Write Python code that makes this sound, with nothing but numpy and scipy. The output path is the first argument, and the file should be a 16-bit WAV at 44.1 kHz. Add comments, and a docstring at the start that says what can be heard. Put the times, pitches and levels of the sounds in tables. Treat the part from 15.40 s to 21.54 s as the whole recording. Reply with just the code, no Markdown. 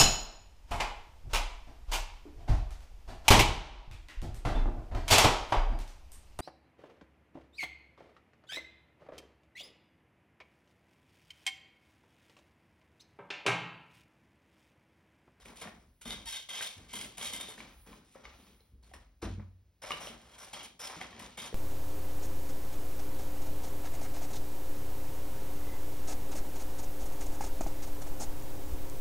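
"""In a narrow tiled doorway off a hard hallway, a wheelchair turns to and fro a few metres from a phone. Stick-
slip friction makes the tyres scrub in short pushes, squeak once and ring the frame and hand rims. Loose joints
click, a palm slides on a rim, and a footrest strikes the door and bounces. The floor rumbles under the rolling
weight and thuds at the tile joints. The hallway reverberates, and a phase spread between the stereo channels
widens the treble."""
import sys
import numpy as np
from scipy import signal
from scipy.fft import rfft, irfft
from scipy.io import wavfile
from scipy.ndimage import uniform_filter1d

SR = 44100
rng = np.random.default_rng(int(sys.argv[2]) if len(sys.argv) > 2 else 0)


def waveform_to_disk(signal):
    """Save audio, clipped to [-1, 1], as 16-bit WAV at the path in sys.argv[1]."""
    frames = np.transpose(np.atleast_2d(signal))
    scaled = np.clip(frames, -1, 1) * 32767
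    samples = np.round(scaled).astype(np.int16)
    wavfile.write(sys.argv[1], SR, samples)


N = 270935

# Pushes on the wheels: start_s, hold_s, level_db, swell_db, fade_db_per_s,
# dull_share_db, hiss_share_db, frame_share_db, rim_share_db, thump_db
WHEEL_PUSHES = [(0.0, 0.043, -61, -4.5, 100, -4.5, -12.5, -14, -24, -83),
                (0.055, 0.069, -60, -4, 90, 3.5, -8, -20, -22, -61),
                (0.16, 0.06, -59, 9.5, 400, -17, -7.5, -13, -23, -75),
                (0.22, 0.024, -47.5, -3.5, 183, 2.5, -11.5, -12, -15, -52.5),
                (0.344, 0.11, -74, -3, 150, 1.5, -9, -22, -8, -77),
                (0.617, .02, -50.5, -9, 200, -15, -9, -15, -19, -80),
                (0.657, 0.065, -47.5, 2.5, 300, -8.5, -8, -4, -8, -56),
                (0.723, 0.017, -49.5, -1.5, 106, -4, -12, -6, -18, -60),
                (0.859, 0.036, -49.5, 6.5, 200, -18, -6.5, -6.5, -11, -80),
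                (0.925, 0.045, -46, 3, 217, -18, -10, -0.5, -18, -74.5),
                (1.092, 0.12, -43.5, 1, 200, -13, -12.5, -5, -23, -66.5),
                (1.215, 0.051, -42, -1, 159, -13.5, -8.5, -4, -32, -71),
                (1.375, 0.091, -61.5, -4.5, 150, 0, -10.5, -10, -29, -65.5),
                (1.483, 0.041, -61, 10, 400, -14, -15, -6, -32, -75),
                (1.536, 0.1, -44.5, -3, 130, -9, -6.5, -5.5, -32, -54),
                (1.776, 0.094, -47, 7, 150, -11, -7.5, -5, -32, -58.5),
                (1.932, 0.029, -44.5, 0, 148, -9.5, -6.5, -5, -33, -54),
                (2.002, .01, -46, 0, 120, -5, -7.5, -9.5, -35, -65),
                (2.09, .02, -49.5, -3.5, 170, -4, -5, -7.5, -33, -61.5),
                (2.182, 0.031, -52.5, -2, 89, -2.5, -15, -30, -31, -57),
                (2.466, 0.078, -62, -1, 113, 0.5, -14, -32, -27, -58.5),
                (2.65, 0.098, -73.5, 6, 98, -15, -6.5, -28, -9, -85),
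                (2.751, 0.065, -65.5, -8, 100, 8, -23, -27, -9, -64),
                (2.839, 0.016, -60.5, 3.5, 94, -1, -25, -29, -23, -65),
                (2.99, 0.087, -69.5, 4.5, 87, -5, -17, -16, -18, -64.5),
                (3.429, 0.087, -69.5, -1, 197, -5.5, -7.5, -17, -16, -71.5),
                (3.54, 0.014, -55, -8, 138, -0.5, -9.5, -31, -8, -64.5),
                (3.822, 0.015, -51, 2.5, 149, -2.5, -14, -25, -14, -76),
                (3.998, 0.0076, -69, -4.5, 254, 11.5, -30, -14, -17, -80),
                (4.423, 0.1, -50, -1, 197, -1, -10.5, -24, -12, -66),
                (4.511, 0.04, -46.5, -3.5, 105, -0.5, -10.5, -22, -6, -58.5),
                (4.608, 0.071, -48.5, -1, 130, -3, -8.5, -12, -8, -64),
                (4.817, 0.13, -67, 6.5, 150, -3, -10.5, -10, -17, -71.5),
                (4.985, 0.054, -58, 6, 128, -3.5, -6.5, -24, -6, -67.5),
                (5.134, 0.077, -46, -3, 181, -6, -14, -8.5, -18, -61.5),
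                (5.397, 0.073, -49, 2, 120, -4, -7, -18, 0, -66.5),
                (5.499, 0.099, -52, -1, 200, 0.5, -16, -25, -14, -68),
                (5.234, 0.013, -50, -1.5, 248, -5, -8, -7, -18, -65),
                (5.613, 0.023, -47.5, -2.5, 170, 0, -16, -4.5, -26, -59.5),
                (5.708, 0.096, -58, 1, 150, -2.5, -19.5, -9, -27, -57),
                (5.796, .01, -51, 0.5, 94, -4.5, -10, -15, -26, -54),
                (5.977, .1, -47, 0, 290, -4.5, -10, -6.5, -35, -56.5)]
# Wheels dropping into the joints between tiles: start_s, level_db, pitch_hz
TILE_BUMPS = [(0.058, -45, 230), (0.22, -51, 267), (0.658, -35.5, 232.4), (1.369, -40.5, 92.4),
              (1.544, -39, 217.5), (2.199, -44.5, 341), (2.481, -50, 268), (3.323, -47, 95),
              (4.699, -40, 232), (5.567, -38, 171)]


def undb(db):
    """Decibels as an amplitude ratio."""
    return 10 ** (np.asarray(db) / 20)


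def across(table):
    """Rows of (frequency_hz, value) interpolated to every spectral bin on a log axis."""
    hz, value = np.transpose(table)
    return np.interp(np.log(np.fft.rfftfreq(N, 1 / SR) + 1), np.log(hz + 1), value)


def coloured(x, spectrum):
    """Spectral shaping by rows of (frequency_hz, gain_db), rolled off beyond both ends; rms 1."""
    closed = [(spectrum[0][0] / 2, -70), *spectrum, (spectrum[-1][0] * 2, -70)]
    y = irfft(rfft(x) * undb(across(closed)), N)
    return y / np.std(y)


def curve(rows):
    """Rows of (time_s, value) interpolated to every sample."""
    return np.interp(np.arange(N) / SR, *np.transpose(rows))


def walk(rate_hz):
    """Slow random modulation: held levels smoothed twice, with a spread near 1."""
    k = int(SR / rate_hz)
    steps = np.repeat(rng.standard_normal(N // k + 1), k)
    return 1.32 * uniform_filter1d(uniform_filter1d(steps, k), k)[:N]


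def ring(hz, t60, seconds):
    """Free vibration of one damped mode."""
    t = np.arange(int(seconds * SR)) / SR
    return np.sin(2 * np.pi * hz * t) * 1000. ** (-t / t60)


def add(out, start_s, sound):
    """Superpose a sound on out."""
    i = int(start_s * SR)
    out[i:i + len(sound)] += sound[:N - i]


def swells(start, hold, db, swell_db, fade_db_per_s, attack_s):
    """Incoherent addition: envelopes that rise, swell over a hold and fade are summed in power."""
    grid = np.arange(0, N + 32, 32)
    t = grid[:, None] / SR - start
    held = np.clip(t / np.maximum(hold, .001), 0, 1)
    after = np.maximum(t - hold, 0)
    gain = np.clip(1 + t / attack_s, 0, 1) * undb(db + swell_db * held - fade_db_per_s * after)
    return np.interp(np.arange(N), grid, np.sqrt(np.sum(gain ** 2, axis=1)))


def background():
    """Stationary noise: a faint hush, strongest in the bass."""
    # frequency_hz, gain_db
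    spectrum = [(100, 8), (300, -4), (1000, -15.5), (3000, -18), (8000, -23), (12000, -62), (16000, -7.5)]
    return undb(-75) * coloured(rng.standard_normal(N), spectrum)


def floor():
    """Structure-borne sound: rolling weight shakes the floor, which thumps at each push and bump."""
    rolling = [(0, -61), (.2, -70), (.52, -62), (.61, -77), (.67, -56), (.85, -57), (1.04, -72.5),
               (1.32, -75), (1.39, -61), (1.55, -66), (1.95, -61.5), (2.18, -71), (2.42, -57.5), (2.8, -82),
               (2.86, -60), (3.27, -72.5), (3.33, -60.5), (3.4, -63), (3.58, -57), (3.8, -66.5),
               (4.25, -64), (4.35, -73), (4.51, -65), (4.8, -60.5), (5.03, -68), (5.43, -72), (5.6, -63.5),
               (6.05, -63), (6.14, -77)]  # strength of the rumble: time_s, level_db
    rumble_spectrum = [(32, -31.5), (42, 5.5), (52, -1.5), (62, 1.5), (85, -10), (115, -13)]  # deep floor vibration: frequency_hz, gain_db
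    thump_spectrum = [(90, -4.5), (130, -6), (210, 1), (320, -5.5), (480, -10.5)]  # the floor's response to a jolt: frequency_hz, gain_db
    push_start, push_hold, *_, push_db = np.transpose(WHEEL_PUSHES)
    bump_start, bump_db, _ = np.transpose(TILE_BUMPS)
    start = np.r_[push_start, bump_start] + 0.011  # the thump peaks just after its cause
    hold = np.r_[push_hold, np.full(len(bump_start), 0.01)]
    db = np.r_[push_db, bump_db - 22]
    jolts = swells(start, hold, db, swell_db=0, fade_db_per_s=98.5, attack_s=0.022)
    rumble = undb(curve(rolling)) * coloured(rng.standard_normal(N), rumble_spectrum)
    thump = jolts * undb(0.5 * walk(33)) * coloured(rng.standard_normal(N), thump_spectrum)
    return rumble + thump


def bumps():
    """Impact excitation: at a tile joint, floor and tyre thud together in two damped modes."""
    out = np.zeros(N)
    for start, db, hz in TILE_BUMPS:
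        add(out, start, undb(db) * (0.37 * ring(hz, 0.21, .3) + 0.15 * ring(1.8 * hz, 0.18, .3)))
    return out


def palm():
    """Sliding friction: skin on the metal rim gives a smooth, fine hiss."""
    slide = [(2.2, -80.5), (2.4, -64.5), (2.55, -68), (2.7, -93), (3.0, -69.5), (3.25, -76.5), (3.4, -88)]  # strength of the rubbing: time_s, level_db
    spectrum = [(8500, -8), (10300, -2.5), (11500, -5.5), (13500, -12), (15800, 3)]  # skin on metal: frequency_hz, gain_db
    return undb(curve(slide) + 0.75 * walk(12)) * coloured(rng.standard_normal(N), spectrum)


def door_knock():
    """Modal response: the struck door rings and rattles; a softer contact excites fewer high modes."""
    blows = [(3.824, -33, 1500), (3.838, -33.5, 896), (3.86, -34, 380), (3.9, -33, 150), (3.975, -32, 116)]  # the footrest lands, bounces and leans: start_s, level_db, cutoff_hz
    modes = [(55.1, -2.5, 0.46), (84.1, -9.5, 1.), (93.4, -3.5, 0.61), (131, -10, 0.13), (204.2, -2, 0.38),
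             (262, 1.5, 0.26), (322, 6.5, 0.13), (468, -0.5, 0.12), (637, -18, 0.19), (752, -3, 0.15),
             (998, -18, 0.14), (1140, -27, .1), (1400, -25, .1)]  # resonances of the door leaf: frequency_hz, level_db, t60_s
    out = np.zeros(N)
    t = np.arange(SR // 2) / SR
    press = np.linspace(0, 1, SR // 200)  # the rubber buffer yields for 5 ms
    for start, db, cutoff_hz in blows:
        strikes = undb(2.5 * rng.standard_normal(len(modes)))
        leaf = sum(strike * undb(mode_db) / (1 + (hz / cutoff_hz) ** 2) * ring(hz, t60, .5)
                   for strike, (hz, mode_db, t60) in zip(strikes, modes))
        leaf[:len(press)] *= press
        band = signal.butter(2, [100, 100 + cutoff_hz], "band", fs=SR, output="sos")
        noise = signal.sosfilt(band, rng.standard_normal(len(t)))
        rattle = 0.53 * noise / np.std(noise) * 1000. ** (-t / 0.23)
        add(out, start, undb(db - 6.5) * (leaf + rattle))
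    return out


def joint_clicks():
    """Impact transients: play in the joints, and once the rebounding footrest, gives a hollow ring, a bright
    ring and a sharp crack."""
    # Joints and bolts striking, plus the footrest's small rebound off the door at 4.0 s: start_s, level_db,
    # hollow_hz, bright_hz, bright_share_db
    impacts = [(0.058, -42, 528, 2380, -1), (0.22, -40, 1050, 2220, 2), (0.274, -35, 750, 1850, -3.5),
               (0.616, -49, 1450, 3150, -8), (0.657, -42, 660, 3460, -1), (0.707, -40, 1670, 3720, 12),
               (1.089, -47, 1090, 3380, 4), (1.209, -27, 1590, 1910, -5), (1.537, -35, 990, 3070, 0.5),
               (1.776, -58, 1000, 3580, -10), (1.813, -37, 1120, 3250, 4), (1.927, -43, 1100, 3210, 4),
               (1.999, -42, 990, 3640, -7), (2.087, -37, 436, 3630, -4), (2.18, -46, 1020, 1860, 4),
               (2.204, -41, 1060, 2330, 6), (2.473, -43, 450, 3280, -26), (2.53, -40, 1050, 2400, -9),
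               (2.756, -35.5, 540, 1830, -27), (2.854, -38, 1180, 2190, 0), (3.206, -53, 477, 4120, -4),
               (3.436, -59, 940, 4350, 3), (3.515, -42.5, 730, 2050, -19), (3.538, -42, 1110, 1860, 1),
               (3.998, -49, 579, 2170, -19), (4.421, -51, 665, 5320, 7), (4.441, -33, 605, 2170, -3.5),
               (4.507, -19.5, 1174, 2220, -6.5), (4.519, -33.5, 1050, 2890, 9.5),
               (4.617, -38, 650, 2850, -11), (4.672, -32.5, 660, 3000, -3.5),
               (4.983, -45.5, 1510, 2230, -5), (5.134, -34, 820, 3350, -7), (5.207, -40.5, 885, 2880, 1),
               (5.398, -54, 910, 5840, -8), (5.614, -31.5, 760, 2100, 1.5), (5.729, -43.5, 1110, 1880, -2),
               (5.799, -42.5, 990, 1960, 0), (5.976, -40, 1060, 2260, -5), (6.128, -28.5, 444, 1940, -18)]
    out = np.zeros(N)
    length_s = .06
    t = np.arange(int(length_s * SR)) / SR
    for start, db, hollow_hz, bright_hz, bright_db in impacts:
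        crack = 0.039 * rng.standard_normal(len(t)) * np.exp(-t / 0.0038)
        hollow = 0.44 * ring(hollow_hz, 0.032, length_s)
        bright = ring(bright_hz, 0.013, length_s) + .5 * ring(1.25 * bright_hz, 0.0059, length_s)
        add(out, start, undb(db) * (hollow + undb(bright_db) * bright + crack))
    return out


def tyre_squeak():
    """Periodic stick-slip: a harmonic chirp whose pitch sags as the rubber lets go."""
    catches = [(.862, .897, 940, 895, -48)]  # rubber catching: start_s, end_s, start_hz, end_hz, level_db
    harmonics = [(1, 0), (2, -4), (3, -8), (4, 2), (5, -2), (6, -2)]  # partials of the squeak: harmonic_number, level_db
    out = np.zeros(N)
    for start, end, start_hz, end_hz, db in catches:
        count = int((end - start) * SR)
        phase = 2 * np.pi * np.cumsum(np.linspace(start_hz, end_hz, count)) / SR
        tone = sum(undb(partial_db) * np.sin(k * phase) for k, partial_db in harmonics)
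        add(out, start, undb(db) * np.hanning(count) ** .5 * tone)
    return out


def slips(spread_db):
    """Irregular stick-slip of rubber on glaze: dense grains of uneven, bounded size, in clusters."""
    size = np.minimum(rng.exponential(size=N), 3)
    drift_db = 0.56 * walk(25) + 0.77 * walk(100)
    return rng.standard_normal(N) * undb(spread_db * size + 2.0 * walk(300) + drift_db)


def tubes(grains, modes, upper_db=0, upper_hz=3400):
    """Forced resonance: slips drive the tube modes, each wavering in level on its own; rms 1."""
    y = 0
    for hz, width_hz, db in modes:
        peak = signal.iirpeak(hz, hz / width_hz / 2.3, SR)  # two stages narrow the peak, so each is wider
        resonance = signal.lfilter(*peak, signal.lfilter(*peak, grains))
        swell_db = 3.0 * walk(12) + (hz > upper_hz) * upper_db
        y = y + undb(db + swell_db) / np.sqrt(width_hz) * resonance
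    return y / np.std(y)


def tyre_scrub():
    """Friction noise: tyres dragged sideways slip on the tiles and ring the frame and hand rims."""
    dull_spectrum = [(250, -16), (500, 3.5), (1000, 4.5), (1600, -0.5), (2400, -2.5)]  # low body of the scrub: frequency_hz, gain_db
    grit_spectrum = [(1200, -21.5), (2200, -1.5), (3300, -1), (4800, -5.5), (6400, -6), (8000, -15)]  # its gritty middle: frequency_hz, gain_db
    hiss_spectrum = [(5500, -32), (7400, 1), (8800, -2), (11000, -7.5), (12500, -14), (16000, -15)]  # its fine top: frequency_hz, gain_db
    frame_modes = [(926, 290, -10), (1580, 60, -13), (2080, 50, -7), (2240, 60, -9), (3020, 60, -7),
                   (3230, 100, 1), (3620, 90, 1), (3780, 60, -5), (4330, 60, -13)]  # frame tube resonances: frequency_hz, nominal_width_hz, level_db
    rim_modes = [(1350, 200, -6), (5400, 330, 0), (5750, 300, -1)]  # hand rim resonances: frequency_hz, nominal_width_hz, level_db
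    frame_brightness = [(0, -2), (.65, 2), (1.3, -0.5), (1.55, -9), (1.75, -9), (1.87, -3), (2.0, 5),
                        (2.15, 6.5), (2.4, -1), (4.5, -5), (5.15, -13), (5.9, -3.5), (6.14, 0)]  # upper frame modes against the lower: time_s, gain_db
    start, hold, db, swell_db, fade, dull_db, hiss_db, frame_db, rim_db, _ = np.transpose(WHEEL_PUSHES)
    attack_s, bite_decay_s = 0.006, 0.014

    def envelope(share_db, fade_ratio, sag_db_per_s=0):
        """One layer's gain through all the pushes."""
        rise_db = swell_db - sag_db_per_s * hold
        return swells(start, hold, db + share_db, rise_db, fade_ratio * fade, attack_s)

    grains = slips(spread_db=4.5)
    grit = envelope(-2.6, fade_ratio=1) * coloured(grains, grit_spectrum)
    frame = envelope(frame_db, fade_ratio=1.47) * tubes(grains, frame_modes, curve(frame_brightness))
    rims = envelope(rim_db, fade_ratio=4.2, sag_db_per_s=63) * tubes(grains, rim_modes)
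    dull = envelope(dull_db, fade_ratio=0.89) * coloured(slips(spread_db=2.0), dull_spectrum)
    # extra hiss as the rubber first grips
    bite = swells(start, 0, db + hiss_db + 4, 0, 8.7 / bite_decay_s, attack_s)
    hiss = undb(3.5) * np.hypot(envelope(hiss_db, fade_ratio=1.49), bite) * coloured(grains, hiss_spectrum)
    return grit + frame + rims + dull + hiss


def hallway(x):
    """Diffuse reverberation: convolution with a noise tail whose octaves decay at their own rates."""
    decay_times = [(200, 0.55), (1000, 0.32), (4000, 0.35), (10000, 0.35)]  # reverberation time: frequency_hz, t60_s
    hz, t60 = np.transpose(decay_times)
    t = np.arange(int(.8 * SR)) / SR
    tail = 0
    for centre in 125 * 2. ** np.arange(8):
        edges = [centre / np.sqrt(2), min(centre * np.sqrt(2), .45 * SR)]
        octave = signal.butter(2, edges, "band", fs=SR, output="sos")
        decay = 1000. 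** (-t / np.interp(np.log(centre), np.log(hz), t60))
        tail = tail + signal.sosfilt(octave, rng.standard_normal(len(t))) * decay
    tail *= np.clip(t / 0.0055, 0, 1)  # the nearest walls answer a few ms late
    return signal.fftconvolve(x, tail / np.sqrt(np.sum(tail ** 2)))[:N]


def scene():
    """Partial coherence: both channels share the direct sound, but only part of the reverberation."""
    unshared = [(60, 0.11), (300, 0.75), (700, 1.16), (1700, 0.37), (2900, 1.36), (4800, 0.82), (7500, 0),
                (9500, 0), (11000, .05), (12800, .9), (14200, 0), (15700, 0.6)]  # reverberation in antiphase: frequency_hz, amplitude_ratio
    friction = tyre_scrub() + tyre_squeak() + palm()
    clicks = joint_clicks()
    blows = door_knock() + bumps()
    direct = friction + clicks + blows + floor() + background()
    send = undb(-9) * friction + undb(-5) * clicks + undb(-14.5) * blows
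    shared = direct + hallway(send)
    apart = irfft(rfft(hallway(send)) * across(unshared), N)
    return np.array([shared + apart, shared - apart])


def record(dry):
    """Stereo phase spread: the channels drift apart in phase, more so in the treble, widening it; band edges
    are cut."""
    balance = [(60, 0.5), (110, 0.5), (200, 1.0), (380, 1.5), (700, 2.5), (1290, 2.0), (2380, -0.5),
               (4400, 0.5), (8120, 0.0), (15000, 0.0)]  # left channel over right: frequency_hz, gain_db
    phase_spread = [(200, -.05), (700, -.14), (1700, .05), (2750, .9), (3270, 1.1), (3800, .7), (4300, 1.),
                    (4850, 0), (5340, .44), (6370, 1.9), (7300, 3.), (8000, 3.25), (9470, 4.8),
                    (10500, 6.2), (11600, 6.4), (12570, 7.9), (13600, 9.3), (14700, 9.5), (15700, 10.3)]  # stereo phase spread, left minus right: frequency_hz, phase_rad
    half_difference = undb(across(balance) / 2) * np.exp(.5j * across(phase_spread))
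    left = irfft(rfft(dry[0]) * half_difference, N)
    right = irfft(rfft(dry[1]) / half_difference, N)
    stereo = signal.sosfilt(signal.butter(4, 32, "high", fs=SR, output="sos"), [left, right])
    return signal.sosfilt(signal.ellip(10, .2, 80, 15800, fs=SR, output="sos"), stereo)


dry = scene()
out = record(dry)
waveform_to_disk(out)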